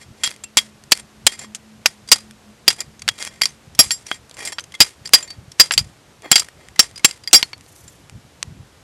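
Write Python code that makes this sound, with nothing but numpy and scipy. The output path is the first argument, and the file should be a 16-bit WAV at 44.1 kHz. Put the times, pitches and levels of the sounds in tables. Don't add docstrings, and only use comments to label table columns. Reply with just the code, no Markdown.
import sys
import numpy as np
from scipy.fft import rfft, irfft, next_fast_len
from scipy.io import wavfile
from scipy.ndimage import map_coordinates

SR = 44100
rng = np.random.default_rng(int(sys.argv[2]) if len(sys.argv) > 2 else 0)


def digitize_waveform(pressure):
    field = np.atleast_2d(pressure).T
    bounded = np.clip(field, -1, 1)
    quanta = np.round(bounded * 32767).astype(np.int16)
    wavfile.write(sys.argv[1], SR, quanta)


N = 389388

# t/s, level/dB
HUM_LEVEL = [(0, -54.5), (2.1, -49), (3.7, -56.5), (4.3, -80)]
# t/s, level/dB
PUFFS = [(0.114, -36), (1.25, -36), (2.882, -36.5), (3.113, -34), (3.679, -35), (3.87, -28), (5.017, -38.5),
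         (5.389, -27), (5.484, -32.5), (5.815, -22.5), (5.871, -32.5), (7.869, -42), (8.16, -27.5),
         (8.481, -28), (8.525, -29), (8.606, -28)]
# f/Hz, level per Hz/dB
AIR_SPECTRUM = [(150, -26.5), (280, -6), (950, -12), (7000, -21), (13000, -28.5), (14500, -67.5)]
WIND_SPECTRUM = [(20, -16.5), (62, 2.5), (150, -0.5), (400, -22), (700, -88)]
GRASS_SPECTRUM = [(3000, -25), (6000, 0), (13000, -3), (14800, -40)]
CLAY_SPECTRUM = [(120, -21), (350, 0.5), (700, 0), (2500, -21), (5000, -40)]
ASH_SPECTRUM = [(300, -8), (2100, -4.5), (9500, -4.5), (13500, -22.5), (16000, -53)]
# start/s, end/s, relative scrape/dB, relative crackle/dB
STROKES = [(0, 0.043, -73, -42), (0.167, 0.35, -54, -46), (0.962, 1.01, -50.5, -38),
           (1.303, 1.362, -60, -31.5), (1.376, 1.461, -48, -37), (2.779, 2.827, -45, -37),
           (3.097, 3.418, -58, -46.5), (3.179, 3.292, -58, -29.5), (4.057, 4.18, -78, -36.5),
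           (4.363, 4.509, -39.5, -34), (4.521, 4.534, -33.5, -22), (5.047, 5.07, -50, -35.5),
           (5.146, 5.362, -50.5, -52), (6.218, 6.324, -40.5, -66.5), (6.566, 6.69, -53.5, -58)]
# t/s, relative level/dB
SNAPS = [(0.2756, -7.5), (0.2929, -22), (0.3034, -27), (0.3083, -22.5), (0.3626, -30), (0.838, -27),
         (0.9747, -17), (2.31, -27), (3.1877, -21), (3.2174, -28), (3.2256, -9.5), (3.2499, -10.5),
         (3.275, -15), (4.2958, -28), (4.3121, -26), (4.369, -25), (5.0925, -22.5), (6.2215, -28.5),
         (6.9122, -33), (7.1756, -33), (7.5795, -34), (7.6096, -30.5), (7.663, -33), (7.7621, -31),
         (8.097, -27.5)]
# t/s, relative level/dB, main pitch/Hz, t60/s
LIGHT_TOUCHES = [(0.2366, -8, 7360, 0.07), (0.3135, -5.5, 2070, 0.0057), (0.438, -32.5, 2720, 0.12),
                 (0.437, -16.5, 7510, 0.041), (0.912, -14, 7300, 0.04), (0.9957, -23.5, 8850, 0.03),
                 (1.3909, -20, 7300, 0.048), (1.423, -30, 7300, 0.063), (1.445, -17.5, 1100, 0.011),
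                 (2.0753, -28, 4760, 0.027), (2.087, -18, 4850, 0.038), (2.993, -28, 6430, 0.021),
                 (3.0192, -14.5, 4570, 0.017), (3.413, -4.5, 2080, 0.013), (3.49, -31.5, 6260, 0.051),
                 (3.749, -23.5, 5500, 0.024), (4.0657, -20, 5770, 0.027), (4.341, -29.5, 7450, 0.032),
                 (4.595, -10, 3060, 0.011), (4.604, -25, 6200, 0.037), (4.639, -20, 6330, 0.015),
                 (4.7208, -23, 3310, 0.015), (4.7398, -22, 2090, 0.051), (4.7485, -21.5, 3350, 0.048),
                 (5.073, -18.5, 5240, 0.022), (5.2257, -19, 7280, 0.081), (5.277, -31.5, 4520, 0.16),
                 (5.303, -21, 4590, 0.081), (5.517, -23.5, 5550, 0.021), (6.42, -13, 1290, 0.016),
                 (6.4858, -11, 1830, 0.0074), (6.6857, -9.5, 1990, 0.0045), (6.759, -25, 2020, 0.031),
                 (6.825, -15, 5500, 0.036), (6.958, -25.5, 4900, 0.1), (6.9767, -21, 4930, 0.039),
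                 (6.994, -28, 2150, 0.041), (7.11, -9.5, 4840, 0.013), (7.236, -28, 4860, 0.04),
                 (7.311, -20.5, 2690, 0.012), (7.8782, -28.5, 7300, 0.056)]
# f/Hz, level within the part/dB, free t60/s
TILE = [(1890, -1, .07), (2094, -1, .06), (2372, -6, .045), (3285, -1, .11), (4370, -9, .09)]
JAW = [(4570, -10, .07), (4740, -10, .06), (4861, 0, .15), (5536, -2, .12), (6234, -10, .1),
       (6693, -12, .09)]
TIP = [(7200, -9, .08), (7479, 0, .13), (8650, -12, .07), (9250, -12, .06), (10251, -7, .1),
       (10607, -11, .08), (11097, -5, .11), (12800, -11, .08), (13700, -12, .08)]
PART_HZ = [700, 2500, 5000, 8500]
# t/s, contact/s, strength/dB, brightness/dB, favoured mode/Hz, crunch against ring/dB
BLOWS = [(0.2354, 0.075, -20, 0, 3220, -3.5), (0.26, 0.017, -22.5, 0, 3340, -27),
         (0.571, 0.029, -10, 2, 3350, 4), (0.587, 0.0055, -12, -2, 3320, -6),
         (0.9195, 0.013, -4.5, 0, 4460, 10), (1.2665, 0.013, -5.5, 3.5, 3280, 12.5),
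         (1.548, 0.026, -38.5, 6, 6900, 10), (1.8587, 0.011, -6.5, -3, 12000, 5),
         (2.1165, 0.02, 2.5, 3.5, 4726, 7.5), (2.6794, 0.0093, 1, -0.5, 4720, 3),
         (2.7034, 0.018, -26.5, -1.5, 5070, 9), (2.8052, 0.007, -24.5, 0.5, 7260, 0.5),
         (3.0792, 0.0093, -22.5, -5, 4660, 4.5), (3.0876, 0.013, -20, -0.5, 3280, 8),
         (3.418, 0.0085, -12, 0.5, 4700, -2), (3.434, 0.0063, -11.5, -1.5, 4070, -13),
         (3.456, 0.0061, -16.5, 2, 4660, 4.5), (3.791, 0.022, 4.5, -2, 10950, -7.5),
         (3.832, 0.27, -34, 10, 4900, -8), (3.907, 0.027, -20, -0.5, 4460, -3.5),
         (3.916, 0.07, -21, 4, 7660, -19), (4.1146, 0.0099, -37, -16, 3285, 8),
         (4.451, 0.061, -36, 9, 4900, 6), (4.474, 0.031, -25, 4, 2080, -4.5),
         (4.584, 0.016, -36, -9.5, 4800, 10.5), (4.804, 0.028, 1, 1, 4730, 2.5),
         (5.057, 0.0051, -29.5, -3, 4820, -28.5), (5.1348, 0.022, 3.5, 2.5, 4874, 4),
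         (5.155, 0.031, -25, -1, 3200, -9.5), (5.598, 0.021, 4.5, 2.5, 4905, 1.5),
         (5.709, 0.031, -32.5, -11, 4860, 8.5), (5.72, 0.021, -21.5, 2.5, 8100, -9),
         (5.7373, 0.018, -26.5, 2.5, 7500, 5.5), (5.7779, 0.01, -10.5, 0.5, 4600, 2.5),
         (5.789, 0.019, -21, 3, 4820, 0.5), (6.315, 0.0093, 1.5, 1.5, 7450, 10),
         (6.327, 0.024, -15.5, -7.5, 7860, -9), (6.357, 0.022, -9, 1, 4800, 4),
         (6.379, 0.021, -19.5, -1.5, 7600, -2), (6.396, 0.018, -22.5, 7, 4830, 3),
         (6.7931, 0.013, 4.5, -2, 7700, 3), (7.046, 0.014, 4, -2, 7550, 2.5),
         (7.275, 0.0062, -24.5, -2, 4850, -17), (7.3303, 0.025, -4.5, 5.5, 3280, 11),
         (7.345, 0.015, 1.5, 2.5, 4890, -8.5), (7.359, 0.024, -7.5, 3, 5440, -16.5),
         (7.428, 0.0099, -21, -4.5, 4370, 6), (7.532, 0.012, -47, -14.5, 4370, 7.5),
         (8.428, 0.0042, -34, 1, 5940, 18)]

AIR_DB, BREEZE_DB, HUM_HZ = -52.5, -52, 214
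PUFF_S, WAKE_DB = 0.06, -16.5
BUMP_HZ, BUMP_S = 102, 0.0043
RUB_DB = 11
SETTLE_DB, SETTLE_T60_S = -19, 0.21
SETTLE_CAP_DB = 1
PRESSED = 0.7
SNAP_DB, SNAP_T60_S, SNAP_RINGS = -5.5, 0.0091, 1.1
RING_DB, CLICK_DB, TOUCH_S = -3, 7, 0.0023
CLICK_REACH_DB, CLICK_T60_S = -2.5, 0.027
TILE_DB, TIP_DB, THUD_DB = -2, -2.5, -17.5
TILE_REACH_DB, TIP_REACH_DB = -5.5, -3.5
JAW_REACH_DB = -10
GRIP_T60_S, DRAIN_DB = 0.04, -9
LEFT_DB, ESCAPE_DB, TILE_FREE_DB = -27.5, 7.5, 6
BURIED = 0.16
DETUNE, FLICKER_DB = 0.005, 3.5
CRUNCH_DB, CRUNCH_FALLS_DB = 4.5, -30.5
CRACK_DB, CRACK_S = 2, 0.00015
SWELL_DB, SWELL_S = -37.5, 0.0058
LOW_CUT_HZ = 150
INPUT_CUT_HZ, SOFT_HZ, TOP_HZ = 75, 14000, 16100


def amp(db):
    return 10 ** (np.asarray(db) / 20)


def unit(x):
    return x / np.sqrt(np.mean(x ** 2) + 1e-20)


def along(points, hz):
    f, v = np.transpose(points)
    return np.interp(np.log(hz + 1), np.log(f + 1), v)


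def curve(rows):
    return np.interp(np.arange(N) / SR, *np.transpose(rows))


def wobble(rate_hz):
    knots = rng.standard_normal(int(N * rate_hz / SR) + 4)
    return map_coordinates(knots, [np.arange(N) * rate_hz / SR])


def swell(start_s, end_s):
    progress = np.clip((np.arange(N) / SR - start_s) / (end_s - start_s), 0, 1)
    return np.sqrt(np.sin(np.pi * progress).clip(0))


def filtered(x, response):
    m = next_fast_len(len(x) + 4096)
    return irfft(rfft(x, m) * response(np.fft.rfftfreq(m, 1 / SR)), m)[:len(x)]


def hiss(points):
    return unit(filtered(rng.standard_normal(N), lambda f: amp(along(points, f))))


def add(out, s, x):
    out[round(s * SR):][:len(x)] += x


def resonances(f, modes=TILE + JAW + TIP):
    response = 0
    for hz, db, t60 in modes:
        width_hz = np.log(1000) / np.pi / (t60 * PRESSED)
        response = response + amp(db) * 1j * f * width_hz / (hz * hz - f * f + 1j * f * width_hz)
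    return response


def air():
    return amp(AIR_DB + 0.37 * wobble(17.0)) * hiss(AIR_SPECTRUM)


def far_hum():
    phase = 2 * np.pi * np.cumsum(HUM_HZ + 5 * wobble(8)) / SR
    return amp(curve(HUM_LEVEL) + 4 * wobble(12)) * np.sin(phase)


def wind_rumble():
    gusts = amp(BREEZE_DB)
    for s, db in PUFFS:
        gusts = gusts + amp(db + WAKE_DB) * swell(s - PUFF_S, s + PUFF_S) ** 2
    return gusts * unit(amp(3 * wobble(20)) * hiss(WIND_SPECTRUM))


def membrane_thumps():
    out, t = np.zeros(N), np.arange(N) / SR
    for s, db in PUFFS:
        hz = BUMP_HZ * rng.uniform(.85, 1.15)
        envelope = amp(db) * np.exp(-((t - s) / BUMP_S) ** 2 / 2)
        out += envelope * np.sin(2 * np.pi * (hz * (t - s) + rng.random()))
    return out


def grass_rustle():
    return amp(-57 + 4 * wobble(70)) * swell(7.6, 8.03) * hiss(GRASS_SPECTRUM)


def outdoors():
    return air() + wind_rumble() + membrane_thumps() + far_hum() + grass_rustle()


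def ash_grains():
    size = np.minimum(amp(6 * rng.exponential(1, N)), 3)
    large = size * (rng.random(N) < 700 / SR) * rng.choice([-1, 1], N)
    return unit((large + .3 * rng.standard_normal(N)) * amp(3.5 * wobble(150)))


def ash_crackle(grains):
    level = sum(amp(db) * swell(a, b) for a, b, _, db in STROKES)
    return filtered(grains * level, lambda f: amp(along(ASH_SPECTRUM, f)) * (1 + 6 * resonances(f)))


def settling_debris(grains):
    level, t = np.zeros(N + SR), np.arange(SR // 2) / SR
    for s, contact_s, db, *_ in BLOWS:
        fall_db = -60 * t / SETTLE_T60_S
        add(level, s + contact_s, amp(min(db, SETTLE_CAP_DB) + SETTLE_DB + fall_db))

    def response(f):
        return amp(along(ASH_SPECTRUM, f)) * (1 + 1.6 * resonances(f))
    return filtered(grains * level[:N], response)


def clay_scrape(grains):
    level = sum(amp(db) * swell(a, b) for a, b, db, _ in STROKES)
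    rough = (rng.standard_normal(N) + grains) * amp(3.5 * wobble(120))

    def response(f):
        return amp(along(CLAY_SPECTRUM, f) + 8.5) + amp(RUB_DB) * resonances(f, TILE + TIP[:1])
    return filtered(rough * level, response)


def rake():
    grains = ash_grains()
    return ash_crackle(grains) + settling_debris(grains) + clay_scrape(grains)


def snaps():
    out, t = np.zeros(N + SR), np.arange(SR // 20) / SR
    for s, db in SNAPS:
        tilt_db = rng.normal(0, 1)

        def response(f):
            return amp(along(ASH_SPECTRUM, f) + tilt_db * np.log2((f + 1) / PART_HZ[2]))
        click = unit(filtered(rng.standard_normal(len(t)), response))
        add(out, s, amp(db + SNAP_DB - 60 * t / SNAP_T60_S) * click)
    return filtered(out[:N], lambda f: 1 + SNAP_RINGS * resonances(f))


def light_touches():
    out, t = np.zeros(N + SR), np.arange(SR // 8) / SR
    for s, db, hz, t60 in LIGHT_TOUCHES:
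        def response(f):
            return amp(along(ASH_SPECTRUM, f) + CLICK_REACH_DB * abs(np.log2((f + 1) / hz)))
        click = filtered(rng.standard_normal(len(t)), response)
        click *= amp(-60 * t / min(t60, CLICK_T60_S))
        jitter = np.cumsum(rng.normal(0, .04, len(t)))
        ring = np.sin(2 * np.pi * hz * t + jitter) * amp(-60 * t / t60)
        rise = 1 - np.exp(-t / TOUCH_S)
        add(out, s, amp(db) * (amp(RING_DB) * ring + amp(CLICK_DB) * click) * rise)
    return filtered(out[:N], lambda f: 1 + 0.5 * resonances(f))


def blow_ring(t, parts_db, favoured_hz, crunch_db, stopped, fading):
    ring, roughness = np.zeros(len(t)), amp(crunch_db / 2)
    knots_s = np.linspace(0, t[-1], num=24)
    for part_db, part in zip(parts_db, (TILE, JAW, TIP)):
        for hz, db, free_t60 in part:
            octaves = np.log2(hz / favoured_hz)
            near = np.exp(-(octaves / .07) ** 2)
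            level_db = part_db + (db + rng.normal(0, 3)) * (1 - near) + 6 * near
            if part is JAW:
                level_db += JAW_REACH_DB * max(octaves, 0)
            else:
                level_db += (TILE_REACH_DB if part is TILE else TIP_REACH_DB) * abs(octaves)
            chatter = np.cumsum(rng.normal(0, .03, len(t)) * (stopped * roughness + .3))
            escape_db = (ESCAPE_DB + TILE_FREE_DB * (part is TILE)) * near
            left_db = LEFT_DB + escape_db - BURIED * crunch_db * (2 - near)
            flicker_db = FLICKER_DB * np.interp(t, knots_s, rng.standard_normal(size=24))
            left = amp(left_db + flicker_db)
            shifted_hz = hz * rng.normal(1, DETUNE * roughness)
            phase = 2 * np.pi * (shifted_hz * t + rng.random()) + chatter
            ring += amp(level_db - 60 * t / free_t60) * np.sin(phase) * (stopped * fading + left)
    return ring


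def crushed_grit(t, bands_db):
    levels = np.array(bands_db) - 10 * np.log10(np.array(PART_HZ) / 5000)
    colour = [(40, levels[0] - 25), *zip(PART_HZ, levels), (16000, levels[-1] - 34.0)]
    spiky = rng.standard_normal(len(t)) * rng.lognormal(0, 0.85, len(t))
    return filtered(spiky, lambda f: amp(along(colour, f)))


def blows():
    out, t = np.zeros(N + SR), np.arange(SR // 5) / SR
    before_t = t[:SR // 50][::-1]
    for s, contact_s, jaw_db, bright_db, favoured_hz, crunch_db in BLOWS:
        thud_db = jaw_db + THUD_DB - bright_db
        tile_db = jaw_db + TILE_DB - bright_db
        tip_db = jaw_db + TIP_DB + bright_db
        stopped = amp(-60 * np.maximum(t - contact_s, 0) / GRIP_T60_S)
        fading = amp(DRAIN_DB * amp(crunch_db / 2) * np.minimum(t / contact_s, 1) ** 2)
        ring = blow_ring(t, (tile_db, jaw_db, tip_db), favoured_hz, crunch_db, stopped, fading)
        grit = crushed_grit(t, [thud_db, tile_db, jaw_db, tip_db])
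        crunch = amp(crunch_db + CRUNCH_DB + CRUNCH_FALLS_DB * t / contact_s) * grit * stopped
        crunch *= 1 + amp(CRACK_DB - bright_db) * np.exp(-t / CRACK_S)
        rising = amp(jaw_db + SWELL_DB) * np.exp(-before_t / SWELL_S)
        add(out, s - before_t[0], rising * unit(grit[-len(before_t):]))
        add(out, s, (ring + crunch) * (1 - np.exp(-t / 0.00005)))
    return filtered(out[:N], lambda f: (1j * f / (LOW_CUT_HZ + 1j * f)) ** 2)


def scene():
    return np.tile(outdoors() + rake() + snaps() + light_touches() + blows(), (2, 1))


def record(dry):
    clipped = dry / (1 + np.abs(dry / .9) ** 10) ** (1 / 10)

    def response(f):
        bass_cut = 1j * f / (INPUT_CUT_HZ + 1j * f)
        return bass_cut / np.sqrt(1 + (f / SOFT_HZ) ** 6) / (1 + (f / TOP_HZ) ** 200)
    return np.array([filtered(channel, response) for channel in clipped])


dry = scene()
out = record(dry)
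digitize_waveform(out)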